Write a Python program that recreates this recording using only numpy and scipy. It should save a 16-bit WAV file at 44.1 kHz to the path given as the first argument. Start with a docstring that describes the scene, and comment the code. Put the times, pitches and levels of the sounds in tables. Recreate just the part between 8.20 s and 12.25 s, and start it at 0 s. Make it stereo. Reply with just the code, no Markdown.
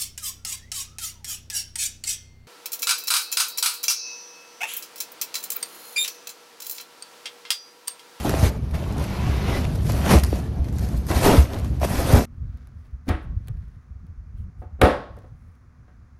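"""A heavy plastic sack of mulch crinkles and thumps into the open cargo bay of a car, close by.
Sacks are dragged, lifted and dropped again. Each impact excites a damped vibration of the floor;
folds of film snap, the mulch shifts in tiny slips, and friction on the carpet rubs and hisses.
Behind it all, engines rumble across the parking lot over a thin hiss of far traffic."""
import sys
import numpy as np
from scipy import signal
from scipy.fft import rfft, irfft, next_fast_len
from scipy.io import wavfile
from scipy.ndimage import uniform_filter1d, map_coordinates

SR = 44100
rng = np.random.default_rng(int(sys.argv[2]) if len(sys.argv) > 2 else 0)


def bounce(signal):
    """Save signal as a 16-bit WAV file at the path given by the first command-line argument."""
    frames = np.transpose(np.atleast_2d(signal))
    limited = np.clip(frames, -1, 1)
    pcm = np.round(limited * 32767).astype(np.int16)
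    wavfile.write(sys.argv[1], SR, pcm)


N = 178781

# Weight landing or shifting: (time [s], level [dB], decay time T60 [s])
THUMPS = [(.118, -13.5, 0.18), (0.227, 5.5, 0.084), (0.257, 1.5, 0.076), (.518, -10, 0.13),
          (1.948, 0.5, 0.23), (2.034, 0.5, 0.082), (2.389, -9, 0.26), (2.773, -7, 0.11), (2.948, -10, 0.37),
          (3.175, 4, 0.19), (3.778, -6, .13), (3.931, 10, 0.089), (3.971, 7, 0.053)]
def floor_thumps():
    """Impact excitation: the floor rings at one low pitch, starting higher under a harder blow."""
    floor_hz, sag_per_db = 67.5, 0.28
    rows = [(s, db, floor_hz, t60, 1 + sag_per_db * db) for s, db, t60 in THUMPS]
    return damped_rings(rows, settle_s=0.0045, attack_s=0.0072)

# Slaps on a sack: (time [s], level [dB], first pitch [Hz], settled pitch [Hz])
SLAPS = [(.0475, -9.5, 830, 674), (0.1393, -5, 1100, 287), (.549, -28, 1060, 510), (1.6975, -13, 1330, 253),
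         (2.1282, -4, 860, 225), (2.905, -22, 970, 453), (3.062, 2, 554, 268), (3.6145, -12, 900, 590),
         (3.6315, -5.5, 1160, 510), (3.647, -7, 1020, 330)]
def sack_slaps():
    """Heavy damping: a struck sack rings for only a few cycles as its pitch falls."""
    t60 = 0.021
    rows = [(s, db, hz, t60, first_hz / hz - 1) for s, db, first_hz, hz in SLAPS]
    return damped_rings(rows, settle_s=0.002, attack_s=0.0011)

# Spectrum of the film: (frequency [Hz], relative level [dB])
FILM = [(1760, -1.5), (3000, -14.5), (4300, -1.5), (6200, -2), (8000, -6), (10000, -3.5), (13200, -4.5),
        (14200, -14.5), (14700, -57), (15700, -58)]
def film_crinkle():
    """Buckling: thousands of tiny creases give way, each a bright click."""
    clicks = slips(count=2500, spread_db=4, life_s=0.0005, share=0.26)
    return noise_pair(FILM, flicker_db=4, spikes=clicks, ring_db=6)

# Folds of film: (time [s], bright relative level [dB], dull relative level [dB])
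SNAPS = [(0.0534, -35, -30), (0.094, -16, -32), (0.1393, -30, -17), (.4574, -52, -51), (.511, -36, -37),
         (0.551, -37, -27), (.724, -33, -38), (.7685, -38.5, -41), (.7796, -29.5, -43), (.7966, -32, -40),
         (0.8407, -25, -43), (1.4441, -31, -18.5), (1.555, -27.5, -46), (1.629, -35, -47),
         (1.6651, -36, -29), (1.697, -26, -21), (1.7196, -20.5, -43), (1.8916, -32, -16), (1.986, -15, -31),
         (2.0358, -13, -19.5), (2.189, -30, -36), (2.275, -46, -36), (2.4447, -38, -30.5),
         (2.485, -36.5, -32), (2.526, -35, -50), (2.585, -24, -33), (2.687, -33, -49), (2.7686, -37, -49),
         (2.8677, -23.5, -47), (2.886, -25.5, -41), (2.9127, -20.5, -20), (3.055, -28, -13),
         (3.334, -29.5, -23.5), (3.3886, -29, -31.5), (3.4456, -30, -28.5), (3.599, -37, -54),
         (3.6163, -35, -29), (3.647, -22, -36)]
def film_snaps():
    """Snap-through: a fold lets go in a burst, part bright and part dull; two weaker folds follow."""
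    t60, follow_within_s = .016, .014
    bursts, t = np.zeros((2, N + SR)), np.arange(SR // 8) / SR
    for s, bright_db, dull_db in SNAPS:
        delays = [0, *follow_within_s * rng.random(2)]
        for delay, fold_db in zip(delays, [-10, -15, -15]):
            decay = amp(fold_db - 60 * t / t60)
            bursts[:, round((s + delay) * SR):][:, :len(t)] += amp([[bright_db], [dull_db]]) * decay
    bright, dull = bursts[:, :N]
    return bright * noise_pair(FILM, flicker_db=6) + dull * noise_pair(RUB, flicker_db=6)

# Spectrum of the mulch: (frequency [Hz], relative level [dB])
MULCH = [(90, -2), (150, 0.5), (260, -1), (400, -5.5), (490, -6), (670, -4.5), (900, -11), (2000, -24),
         (2600, -65)]
def mulch_shift():
    """Granular flow: many small slips add up to a low crunch."""
    grains = slips(count=1200, spread_db=4.5, life_s=0.014, share=1.0)
    return noise_pair(MULCH, flicker_db=1, spikes=grains, ring_db=6)

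# Spectrum of a rubbed sack: (frequency [Hz], relative level [dB])
RUB = [(590, -8), (1000, -2), (1720, -6.5), (1990, -4.5), (2610, -5.5), (3970, -10), (6000, -17.5),
       (7800, -34), (13200, -120)]
def carpet_rub():
    """Stick-slip friction: the sack catches on the carpet and lets go."""
    catches = slips(count=2000, spread_db=6, life_s=0.0012, share=0.38)
    return noise_pair(RUB, flicker_db=2, spikes=catches, ring_db=6)

# The long push: (time [s], level [dB])
DRAG = [(.7, -70), (.8, -58), (.9, -42.5), (1.05, -40.5), (1.3, -36.5), (1.42, -41), (1.5, -55),
        (1.55, -80)]
def carpet_drag():
    """Sliding friction: a sack pushed along the carpet hisses smoothly."""
    return amp(curves(DRAG)[0]) * noise_pair(RUB, flicker_db=3, ring_db=4)

# Brief narrow bands of noise: (time [s], duration [s], pitch [Hz], bandwidth [Hz], level [dB])
NOISE_BANDS = [ (.240, .047, 350, 150, -25.5), (.915, .15, 1000, 80, -40), (1.260, .16, 650, 120, -38),
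               (1.300, .1, 2000, 150, -39), (1.930, .07, 300, 120, -21), (2.040, .14, 4600, 150, -52),
               (2.200, .1, 1750, 100, -52), (3.030, .1, 400, 80, -20), (3.040, .046, 700, 200, -21),
               (3.100, .08, 300, 121, -21.5)]
def noise_bands():
    """Random modulation: narrow bands of noise swell and fade, from low hums to faint whistles."""
    out, t = np.zeros((2, N + SR)), np.arange(SR // 4) / SR
    for s, length, hz, width_hz, db in NOISE_BANDS:
        swell = np.sin(np.pi * np.clip(t / length, 0, 1))
        shake = np.array([wobble(width_hz, len(t)) + 1j * wobble(width_hz, len(t)) for _ in range(2)])
        band = np.real(shake * np.exp(2j * np.pi * hz * t))
        out[:, round(s * SR):][:, :len(t)] += amp(db) * swell * band
    return out[:, :N]

# A table per bout (drop, slide, drop, lift, drop, drop): (time [s], mulch level [dB], film level [dB])
BOUT_LEVELS = [
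    [(0, -35, -42), (.04, -35, -43), (.055, -25, -38), (.11, -27, -40.5), (.22, -29.5, -38.5),
     (.238, -23, -33), (.268, -20.5, -31.5), (.296, -30.5, -36.5), (.306, -32.5, -49), (.412, -44.5, -61.5),
     (.53, -44, -60)],
    [(.546, -30, -45), (.59, -36, -52), (.765, -34.5, -53.5), (.83, -32, -45), (.897, -33.5, -48),
     (1.26, -31.5, -48), (1.335, -26, -41), (1.437, -34, -50), (1.5, -38.5, -49.5), (1.6, -46.5, -56)],
    [(1.64, -43, -50.5), (1.665, -39, -45), (1.702, -30.5, -33.5), (1.72, -36.5, -43.5), (1.842, -25, -40),
     (1.885, -21, -35.5), (1.914, -14, -24.5), (1.945, -14.5, -25.5), (2.025, -33.5, -44.5),
     (2.1, -45, -46), (2.134, -34.5, -48.5), (2.16, -34, -44), (2.214, -40.5, -54.5), (2.36, -44.5, -62)],
    [(2.43, -48, -62), (2.6, -43, -51), (2.646, -42, -48.5), (2.75, -39, -50.5), (2.775, -46, -46.5),
     (2.83, -44, -57.5), (2.878, -50, -54)],
    [(2.887, -41, -41), (2.911, -22, -38.5), (3.025, -23.5, -33), (3.063, -13.5, -23.5), (3.159, -19, -34),
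     (3.225, -28.5, -36), (3.272, -36, -47.5), (3.342, -32, -51.5), (3.46, -42, -53.5), (3.6, -50.5, -60)],
    [(3.614, -27, -42), (3.65, -22, -35), (3.662, -34, -38), (3.76, -25.5, -36.5), (3.814, -25.5, -33.5),
     (3.862, -25.5, -38.5), (3.928, -21.5, -31.5), (3.984, -18.5, -34.5), (4.05, -37.5, -43)],
]
# A row per bout: (rub above the mean of mulch and film [dB], left minus right [dB])
BOUT_BALANCE = [(-4, 1.5), (-2.5, -1.5), (-4, 4), (-5, -3), (-4.5, -1), (-5.5, -1.5)]
def handling():
    """Common modulation: one uneven grip shakes mulch, rub and film. Returns the rustle and its pan."""
    rows = [(s, mulch, (mulch + film) / 2 + rub, film, pan)
            for bout, (rub, pan) in zip(BOUT_LEVELS, BOUT_BALANCE) for s, mulch, film in bout]
    mulch_db, rub_db, film_db, pan_db = curves(rows)
    jerks = wobble(29.99)
    sack = amp(mulch_db + 1.7 * jerks) * mulch_shift() + carpet_drag()
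    sack += amp(rub_db + 1.04 * jerks) * carpet_rub()
    sack += amp(film_db + 1.6 * jerks) * film_crinkle()
    return sack + noise_bands() + film_snaps(), pan_db

# Rumble reaching the bay: (time [s], level [dB])
ENGINE_LEVEL = [(0, -26), (.5, -27), (1.2, -21.5), (1.8, -24), (2.6, -24.5), (3.4, -24.5), (4.05, -23.5)]
# Its spectrum: (frequency [Hz], relative level [dB])
ENGINE_SPECTRUM = [(15, -40), (25, -34), (38, -17.5), (52, -7), (66, -1.5), (85, -7.5), (135, -10),
                   (190, -16), (300, -24.5), (520, -36), (900, -47.5), (1300, -103)]
def engine_rumble():
    """Forced vibration: engines set the bay booming in uneven lumps."""
    lumps = amp(1.17 * wobble(12))
    return amp(curves(ENGINE_LEVEL)[0]) * unit(lumps * noise_pair(ENGINE_SPECTRUM, flicker_db=4))

# Spectrum of far traffic: (frequency [Hz], relative level [dB])
TRAFFIC = [(250, -11), (400, -14), (800, -3.5), (2000, -17), (6500, -23), (8000, -82), (11000, -21),
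           (13500, -64), (14300, -70)]
def traffic_hiss():
    """Broadband noise: far traffic blends into a thin, steady hiss."""
    return amp(-53) * noise_pair(TRAFFIC, flicker_db=2)

def damped_rings(rows, settle_s, attack_s):
    """Damped oscillation: the pitch glides to its resting value as the soft weight spreads."""
    out, t = np.zeros(N + SR), np.arange(SR // 2) / SR
    for s, db, hz, t60, sag in rows:
        cycles = hz * (t + sag * settle_s * (1 - np.exp(-t / settle_s)))
        envelope = amp(db - 60 * t / t60) * (1 - np.exp(-t / attack_s)) ** 2
        out[round(s * SR):][:len(t)] += np.sin(2 * np.pi * cycles) * envelope
    return out[:N]

def slips(count, spread_db, life_s, share):
    """Shot noise: an envelope of sudden, uneven starts that die exponentially, on a steady base."""
    when, size = rng.random((count, 2)).T
    starts = np.bincount((when * N).astype(int), amp(-spread_db * np.log(size + .03)), N)
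    return 1 + share * unit(signal.lfilter([1], [1, -np.exp(-1 / (life_s * SR))], starts))

def noise_pair(spectrum, flicker_db, spikes=1, ring_db=0):
    """Spectral shaping: two uncorrelated noises of rms 1 share a colour and an envelope of spikes."""
    pair = rng.standard_normal((2, N))
    if ring_db:  # narrow passing resonances
        pair = patches(pair, ring_db, window=1024, bins=2, frames=7)
    pair = patches(spikes * pair, flicker_db, window=256, bins=5, frames=8)
    return unit(filtered(pair, lambda hz: amp(along(spectrum, hz))))

def patches(pair, depth_db, window, bins, frames):
    """Random modulation: patches of time and frequency rise or fall by up to depth_db."""
    spectra = signal.stft(pair, nperseg=window)[2]
    field = rng.standard_normal(spectra.shape[1:])
    field = uniform_filter1d(uniform_filter1d(field, bins, axis=0), frames, axis=1)
    return signal.istft(spectra * amp(depth_db * np.tanh(unit(field) / 2)), nperseg=window)[1][:, :N]

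def wobble(rate, count=N):
    """Spline interpolation through rate random knots a second."""
    knots = rng.standard_normal(int(N * rate / SR) + 4)
    return map_coordinates(knots, [np.arange(count) * rate / SR])

def filtered(x, response):
    """Linear filtering: the spectrum times a complex response."""
    size = next_fast_len(N + SR // 2)
    return irfft(rfft(x, size) * response(np.fft.rfftfreq(size, 1 / SR)), size)[..., :N]

def curves(rows):
    """Linear interpolation in time of each later column."""
    s, *columns = np.transpose(rows)
    return [np.interp(np.arange(N) / SR, s, column) for column in columns]

def along(points, hz):
    """Interpolation on a log frequency axis."""
    knots_hz, values = np.transpose(points)
    return np.interp(np.log(hz + 1), np.log(knots_hz + 1), values)

def amp(db):
    """Decibels to amplitude."""
    return 10 ** (np.asarray(db) / 20)

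def unit(x):
    """Normalisation to rms 1."""
    return x / np.sqrt(np.mean(x ** 2) + 1e-20)

# Stereo width, narrow in the bass and one top band: (frequency [Hz], side minus mid [dB])
WIDTH = [(30, -15), (70, -22), (130, -16.5), (250, -9), (500, -4), (1200, 0.5), (3000, -1.5), (7000, 2),
         (10000, 3.5), (10900, -55), (12700, -40), (13200, -9), (14200, 16), (15000, 9)]
# Side power that follows the mid: (frequency [Hz], share [0-1])
COHERENCE = [(60, .4), (200, .4), (600, .3), (1500, .28), (4000, .17), (10000, .1)]
def scene():
    """Superposition at two microphone ports, the left reached a little sooner."""
    rustle, pan_db = handling()
    hits = floor_thumps() + sack_slaps()
    mid, diffuse = rustle + engine_rumble() + traffic_hiss()
    mid = mid + hits
    width = lambda hz: amp(along(WIDTH, hz))
    coherence = lambda hz: along(COHERENCE, hz)
    # the lag between the ports puts the side about a quarter cycle ahead of the mid
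    side = filtered(mid, lambda hz: width(hz) * np.sqrt(coherence(hz)) * np.exp(1.75j))
    side += filtered(diffuse, lambda hz: width(hz) * np.sqrt(1 - coherence(hz)))
    lean = np.tanh(np.log(amp(pan_db)) / 2)  # side-to-mid ratio for a left-right level gap
    side += filtered(lean * rustle[0], lambda hz: np.minimum(1, width(hz))) + lean * hits
    return np.array([mid + side, mid - side])

def record(dry):
    """Saturation and band limiting: peaks round off near full scale and the top treble is cut."""
    ceiling, top_hz = .98, 15700
    soft = dry / (1 + np.abs(dry / ceiling) ** 6) ** (1 / 6)
    return filtered(soft, lambda hz: hz < top_hz)

dry = scene()
out = record(dry)
bounce(out)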